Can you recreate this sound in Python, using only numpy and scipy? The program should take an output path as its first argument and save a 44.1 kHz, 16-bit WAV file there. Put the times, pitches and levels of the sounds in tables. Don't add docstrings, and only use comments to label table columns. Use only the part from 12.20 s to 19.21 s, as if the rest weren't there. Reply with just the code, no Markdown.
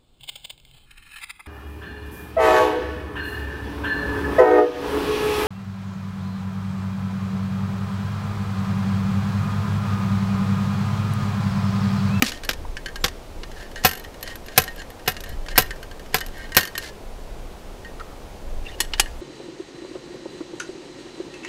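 import sys
import numpy as np
from scipy import signal
from scipy.fft import rfft, irfft, next_fast_len
from scipy.io import wavfile

SR = 44100
rng = np.random.default_rng(int(sys.argv[2]) if len(sys.argv) > 2 else 0)


def put_to_file(sound):
    columns = np.atleast_2d(sound).T
    safe = np.clip(columns, -1, 1)
    whole_steps = np.round(safe * 32767)
    wavfile.write(sys.argv[1], SR, whole_steps.astype(np.int16))


N = 308987

# (time [s], crack [dB], crack fade time [s], treble [dB], bore air [dB],
# stock [dB], rod ring [dB], buzz [dB], chatter click [dB], chatter ring [dB], chatter length [s])
LANDINGS = [(0.0223, -3.5, 0.028, -8.5, -13, -22, -24.5, -25, -35, -35, 0),
            (0.29, -9, 0.045, -11.5, -35, -20, -25.5, -42, -24.5, -40, .052),
            (0.8405, -1, 0.041, -13.5, -18.5, -17.5, -34, -23, -21.5, -38, .052),
            (1.6469, -5, .067, 1.5, -7, -7.5, -19.5, -11.5, -25, -26, .158),
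            (2.377, -0.5, 0.044, 2.5, -9.5, -9, -19, -24, -25.5, -31, .074),
            (2.8759, -12.5, 0.069, 1, -15, -18, -19, -28, -32.5, -41, .052),
            (3.3776, -1.5, 0.074, 1.5, -7.5, -8.5, -17.5, -18, -26, -27, .052),
            (3.9432, -10, .063, -2, -14.5, -21.5, -24, -23, -25, -31, .074),
            (4.3669, -3, 0.057, -1, -15, -14.5, -11.5, -7, -23.5, -21.5, .116)]
# (time [s], crack [dB], crack fade time [s], treble [dB], rod ring [dB], favoured pitch [Hz])
MUZZLE_KNOCKS = [(6.603, -11, 0.049, 2, -18.5, 1910), (6.7353, -14.5, 0.046, -37, -23, 3000),
                 (6.7964, -3.5, 0.042, -3, -15.5, 1720)]
# (pitch [Hz], level in the bore [dB], level outside [dB], base fade time [s])
ROD_MODES = [(1586, -5.5, -24, 0.1), (1719, -11.5, -12, 0.11), (1850, -9.5, -12.5, 0.14),
             (1872, -15, -10, 0.13), (2096, -13, -22, 0.13), (2926, -7.5, -1, 0.11), (3000, -4, -4, 0.046),
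             (3670, -37, -20, 0.13), (3760, -34, -25, 0.11), (4260, -28, -12, 0.13), (4250, -8.5, -10, 0.1),
             (5200, -14, -12, 0.073), (6400, -20, -20, 0.12), (6840, -20, -25, 0.14), (7900, -29, -17, 0.2),
             (10100, -20.5, -20, 0.2), (11600, -51, -19, 0.17), (12800, -23.5, -40, 0.1),
             (12200, -43, -40, 0.087)]
# (frequency [Hz], level [dB])
ZING_SPECTRUM = [(9000, -10.5), (11300, -5), (12700, 8.5), (13500, -9), (15500, -39)]
EVENT_SIZE = SR // 4
AGE = np.arange(EVENT_SIZE) / SR
LOOSE_FROM_S, LOOSE_TO_S = 1.33, 4.72


def rod_landings():
    # (pitch [Hz], level [dB], fade time [s])
    stock_modes = [(80.4, -14.5, 0.23), (123.6, -24, 0.17), (208.3, -13.5, 0.12), (370, -9.5, 0.055),
                   (499, -4.5, 0.059), (546, -13.5, 0.063), (778, -15, 0.13)]
    stock = sum((-1) ** k * from_db(db) * ring(tap(), hz, t60)
                for k, (hz, db, t60) in enumerate(stock_modes))
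    # (frequency [Hz], level [dB])
    spectrum = [(40, -21), (80, 2.5), (200, 3), (280, -5.5), (490, -1.5), (920, -3.5), (1600, 1),
                (3000, -1.5), (5200, -2), (7500, -8.5), (10500, -10.5), (12500, 1), (14500, -6.5),
                (16000, -15)]
    out = np.zeros(N)
    for s, crack_db, t60, treble_db, air_db, stock_db, ring_db, buzz_db, *_ in LANDINGS:
        buzz = crack(spectrum, treble_db + 2, t60=0.11, build_s=0.0092)
        buzz *= flutter(EVENT_SIZE, per_s=390, depth_db=3.5)
        hit = crack(spectrum, treble_db, t60, build_s=0.00054)
        hit *= flutter(EVENT_SIZE, per_s=886, depth_db=5.5)
        zing = from_db(-15 + 4.7 * treble_db) * crack(ZING_SPECTRUM, 0, t60=0.035, build_s=0.0042)
        add(out, s, from_db(crack_db) * (hit + zing) + from_db(buzz_db) * buzz)
        add(out, s, from_db(air_db) * bore_air(s) + from_db(stock_db) * stock)
        add(out, s, from_db(ring_db) * rod_in_bore(tap(), treble_db, random_lean_hz()))
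    return out


def bore_air(s, t60=0.076):
    # (time [s], pitch [Hz])
    pitch_path = [(.022, 262), (.031, 250), (.05, 205), (.1, 190), (.3, 180), (.84, 162), (.9, 150),
                  (1.5, 148.3), (7, 148.3)]
    # (pitch [Hz], level [dB])
    air_modes = [(150, -9.5), (446, -5), (741, -2), (1039, -6), (1336, -7), (1655, -9), (1948, -11),
                 (2224, -11), (2547, -5), (2853, -11), (3461, -14), (3740, -14), (4330, -16), (4960, -12),
                 (6208, -19)]
    seated_hz = 148.3
    pitch_ratio = np.interp(s + AGE, *np.transpose(pitch_path)) / seated_hz
    glide_time = np.cumsum(pitch_ratio) / SR
    moving = pitch_ratio[0] - 1
    out = 0
    for k, (hz, db) in enumerate(air_modes):
        pumped_db = moving * (20 if k == 0 else 4 - 9 * abs(k - 2))
        wave = np.sin(2 * np.pi * (hz * glide_time + (k > 0) * rng.random()))
        decay = fade(t60 / pitch_ratio[0] if k else t60)
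        out += from_db(db + pumped_db + scatter()) * wave * decay
    return out * (1 - np.exp(-AGE / 0.0019))


def rod_in_bore(force, treble_db, favoured_hz):
    out = 0
    for hz, db, _, t60 in ROD_MODES:
        detune = 1 + (.02 if hz < 2000 else .05) * scatter()
        damping = (1.2 + .4 * scatter()) * (hz / favoured_hz) ** .45
        tilt_db = 0.23 * treble_db * np.log2(hz / favoured_hz)
        gain = from_db(db + tilt_db + 9 * nearness(hz, favoured_hz) + 4 * scatter())
        out += gain * np.sign(scatter()) * ring(force, hz * detune, t60 / damping)
    return out


def random_lean_hz():
    return 1774 + 170 * scatter()


def wall_clicks():
    # (time [s], click [dB], rod ring
    # [dB], treble [dB], favoured pitch [Hz])
    touches = [(.119, -27.5, -30, 2, 1860), (.235, -29, -37, -2, 1820), (0.248, -31.5, -34, 9.5, 1720),
               (0.5687, -28.5, -28, -15, 1720), (.66, -29.5, -26.5, -1, 1730),
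               (0.684, -35, -31.5, -18, 1690), (.758, -30, -30.5, 6, 1600), (1.2334, -27, -47, -32, 1840),
               (1.5587, -31, -27, -12, 1820), (1.638, -21, -29, 0, 1840), (1.8463, -36, -35.5, -20, 1850),
               (2.028, -30.5, -34, 15, 1810), (2.076, -28.5, -34, -7, 1860), (2.1557, -36.5, -43, 13, 1620),
               (2.2838, -33, -36, -13, 1710), (2.4787, -32.5, -31.5, 0, 1860), (2.618, -35, -37, -6, 1700),
               (2.9668, -31.5, -34, -4, 1700), (3.0049, -32, -46, 8.5, 1750),
               (3.0378, -32.5, -36.5, 8.5, 1850), (3.285, -25, -38, -30, 1600), (3.3577, -39, -25, 2, 1820),
               (3.507, -28, -26, -7, 1806), (3.629, -37, -38.5, 7.5, 1610), (4.0102, -26, -25.5, -8, 1840),
               (4.0628, -36.5, -41, 13.5, 1840), (4.320, -34.5, -29.5, 1, 1850),
               (4.3478, -29, -26, 12, 1800), (4.5527, -28.5, -27.5, -1, 1790),
               (4.5784, -24.5, -26, 14, 1640), (5.647, -44, -35.5, -13, 1880), (5.798, -38, -38, -14, 1910),
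               (6.859, -45, -31, -28, 1820)]
    # (frequency [Hz], level [dB])
    spectrum = [(100, -7), (250, -12), (360, 11), (560, -10), (830, -9), (1150, 7.5), (1700, 3), (3000, 5),
                (5000, 3), (8000, -4), (11000, -10.5), (12800, -17), (15500, -32.5)]
    out = np.zeros(N)
    for s, click_db, ring_db, treble_db, favoured_hz in touches + chatter() + loose_ticks():
        click = crack(spectrum, .5 * treble_db, t60=0.038, build_s=0.00016)
        zing = from_db(-17 + 1.53 * treble_db) * crack(ZING_SPECTRUM, 0, t60=0.03, build_s=0.00032)
        add(out, s, from_db(click_db) * (click + zing))
        add(out, s, from_db(ring_db) * rod_in_bore(tap(), treble_db, favoured_hz))
    return out


def chatter(gap_s=.0212, jitter_s=0.0022, loss_per_slap_db=2.62):
    rows = []
    for s, _, _, treble_db, *_, click_db, ring_db, length in LANDINGS:
        slap_treble_db = 12 + 0.85 * treble_db
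        for k in range(int(length / gap_s)):
            at = s + gap_s * (k + 1) + jitter_s * scatter()
            loss_db = loss_per_slap_db * k
            rows.append((at, click_db - loss_db, ring_db - loss_db, slap_treble_db, random_lean_hz()))
    return rows


def loose_ticks(gap_s=.09):
    rows = []
    for s in np.arange(LOOSE_FROM_S, LOOSE_TO_S, gap_s):
        force_db = 4 * scatter()
        at = s + .5 * gap_s * scatter()
        treble_db = 6 + 10 * scatter()
        rows.append((at, force_db - 43.5, force_db - 44.5, treble_db, random_lean_hz()))
    return rows


def muzzle_knocks(hand_damping=1.28):
    # (frequency [Hz], level [dB])
    spectrum = [(100, -3), (230, -25), (360, 3), (560, -23), (830, 0.5), (1150, -4.5), (1750, -2),
                (2200, -3.5), (3200, 1.5), (5000, 0), (6500, -3), (8000, -1), (11500, -5.5), (15500, -17)]
    out = np.zeros(N)
    for s, crack_db, t60, treble_db, ring_db, favoured_hz in MUZZLE_KNOCKS:
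        ping = 0
        for hz, _, db, ring_t60 in ROD_MODES:
            tilt_db = 0.47 * treble_db * hz / 8000
            gain = from_db(db + tilt_db + 7 * nearness(hz, favoured_hz) + 2 * scatter())
            ping += gain * np.sign(scatter()) * ring(tap(), hz, ring_t60 / hand_damping)
        clack = crack(spectrum, treble_db, t60, build_s=0.00087)
        add(out, s, from_db(crack_db) * clack + from_db(ring_db) * ping)
    return out


def rod_slides():
    # (start [s], length [s], hiss [dB], rod ring [dB])
    slides = [(0.03, 0.084, -26.5, -57), (0.098, 0.1, -43, -43), (1.331, 0.15, -49, -44),
              (1.557, 0.069, -46.5, -40), (2.032, .12, -43, -39), (2.271, 0.14, -53, -45),
              (2.566, 0.048, -48, -37.5), (3.048, 0.11, -54, -43), (3.285, .049, -40.5, -33),
              (4.105, .2, -51.5, -41), (4.582, .13, -38.5, -38.5), (6.42, 0.15, -51, -50.5),
              (6.63, 0.032, -41, -41)]
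    # (frequency [Hz], level [dB])
    spectrum = [(300, -18), (1200, -0.5), (2400, 5), (4300, 7.5), (7000, -0.5), (10000, -6), (15000, -15)]
    # (start [s], length [s], pitch [Hz], level [dB])
    squeaks = [(0.449, 0.008, 1000, -32), (0.798, 0.043, 7260, -51), (2.585, 0.032, 7130, -48),
               (5.79, 0.034, 1300, -36.5), (5.827, 0.14, 1250, -49), (6.448, 0.034, 2720, -36),
               (6.475, 0.045, 1900, -43.5), (6.479, 0.021, 3630, -43), (6.504, .06, 2890, -45.5)]
    out = np.zeros(N)
    for s, length, hiss_db, ring_db in slides + lead_in_scrapes():
        grip = stroke(length) * flutter(EVENT_SIZE, per_s=400, depth_db=3.6)
        add(out, s, from_db(hiss_db) * grip * noise(spectrum, EVENT_SIZE))
        rubbing = grip * rng.standard_normal(EVENT_SIZE)
        ringing = rod_in_bore(rubbing, treble_db=-5, favoured_hz=random_lean_hz())
        add(out, s, from_db(ring_db - 25) * ringing)
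    for s, length, hz, db in squeaks:
        squeak = rms_one(ring(rng.standard_normal(EVENT_SIZE), hz, t60=0.021))
        add(out, s, from_db(db) * stroke(length) * squeak)
    return out


def lead_in_scrapes(length_s=.02):
    return [(s - length_s, length_s, crack_db - 37, crack_db - 31)
            for s, crack_db, *_ in LANDINGS + MUZZLE_KNOCKS if s > LOOSE_FROM_S]


def crack(spectrum, treble_db, t60, build_s):
    return noise(spectrum, EVENT_SIZE, treble_db) * fade(t60) * (1 - np.exp(-AGE / build_s))


def bank_echo(sound, echo_db=-27):
    spectrum = [(100, 9.7), (3000, 3.5), (15000, 1.5)]   # (frequency [Hz], level [dB])
    tail = noise(spectrum, EVENT_SIZE, treble_db=-9) * fade(0.53) * (1 - np.exp(-AGE / 0.0033))
    return from_db(echo_db) * signal.fftconvolve(sound, tail / np.linalg.norm(tail))[:N]


def trees_and_breeze():
    # (frequency [Hz], level [dB])
    tree_spectrum = [(20, -3), (45, -4), (70, -3), (120, -10.5), (250, -12), (480, -10), (750, -14),
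                     (1100, -20), (1700, -25.5), (3000, -28), (6000, -33), (10000, -38), (15000, -42)]
    # (frequency [Hz], level [dB])
    wind_spectrum = [(12, -12.5), (27, 3), (40, -11), (60, -13.5), (100, -29.5), (200, -37.5), (600, -76)]
    # (peak time [s], width [s], level [dB])
    gust_peaks = [(.43, .11, -23), (.82, 0.045, -34), (3.13, 0.071, -23.5), (3.4, 0.12, -29.5),
                  (5.05, 0.093, -37.5), (6.36, 0.087, -27), (6.85, 0.28, -36.5)]
    size, t = next_fast_len(N), np.arange(N) / SR
    breeze = from_db(-39) * flutter(N, per_s=4.8, depth_db=2.5)
    gusts = sum(from_db(db) * np.exp(-((t - s) / width) ** 2) for s, width, db in gust_peaks)
    trees = from_db(-40) * noise(tree_spectrum, size)[:N]
    return trees + (breeze + gusts) * noise(wind_spectrum, size)[:N]


def noise(spectrum, size, treble_db=0, shelf_hz=8000):
    hz = np.maximum(np.fft.rfftfreq(size, 1 / SR), 1)
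    points_hz, points_db = np.transpose(spectrum)
    gain = rms_one(from_db(np.interp(np.log(hz), np.log(points_hz), points_db)))
    shelf = from_db(treble_db * hz ** 4 / (hz ** 4 + shelf_hz ** 4))
    return irfft(rfft(rng.standard_normal(size)) * gain * shelf, size)


def flutter(size, per_s, depth_db):
    targets = rng.standard_normal(size)
    wander = np.interp(np.arange(size) * per_s / SR, np.arange(size), targets)
    return rms_one(from_db(depth_db * wander))


def ring(force, hz, t60):
    decay, angle = 1000 ** (-1 / (t60 * SR)), 2 * np.pi * hz / SR
    return signal.lfilter([0, np.sin(angle)], [1, -2 * decay * np.cos(angle), decay ** 2], force + 1e-18)


def nearness(hz, favoured_hz, width_hz=90):
    return np.exp(-((hz - favoured_hz) / width_hz) ** 2)


def tap():
    return signal.unit_impulse(EVENT_SIZE)


def stroke(length):
    return np.sin(np.pi * np.minimum(AGE / length, 1))


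def fade(t60):
    return 1000 ** (-AGE / t60)


def scatter():
    return rng.uniform(-1, 1)


def from_db(db):
    return 10 ** (np.asarray(db) / 20)


def rms_one(x):
    return x / np.sqrt(np.mean(x ** 2) + 1e-20)


def add(out, s, sound):
    at = max(int(s * SR), 0)
    out[at:at + len(sound)] += sound[:max(len(out) - at, 0)]


def scene():
    rifle = rod_landings() + wall_clicks() + muzzle_knocks() + rod_slides()
    return (rifle + bank_echo(rifle) + trees_and_breeze())[None]


def record(dry):
    clipped = np.clip(dry, -.92, .92)
    cutoff_hz = 15600
    return signal.sosfilt(signal.ellip(10, .2, 70, cutoff_hz, fs=SR, output="sos"), clipped)


dry = scene()
out = record(dry)
put_to_file(out)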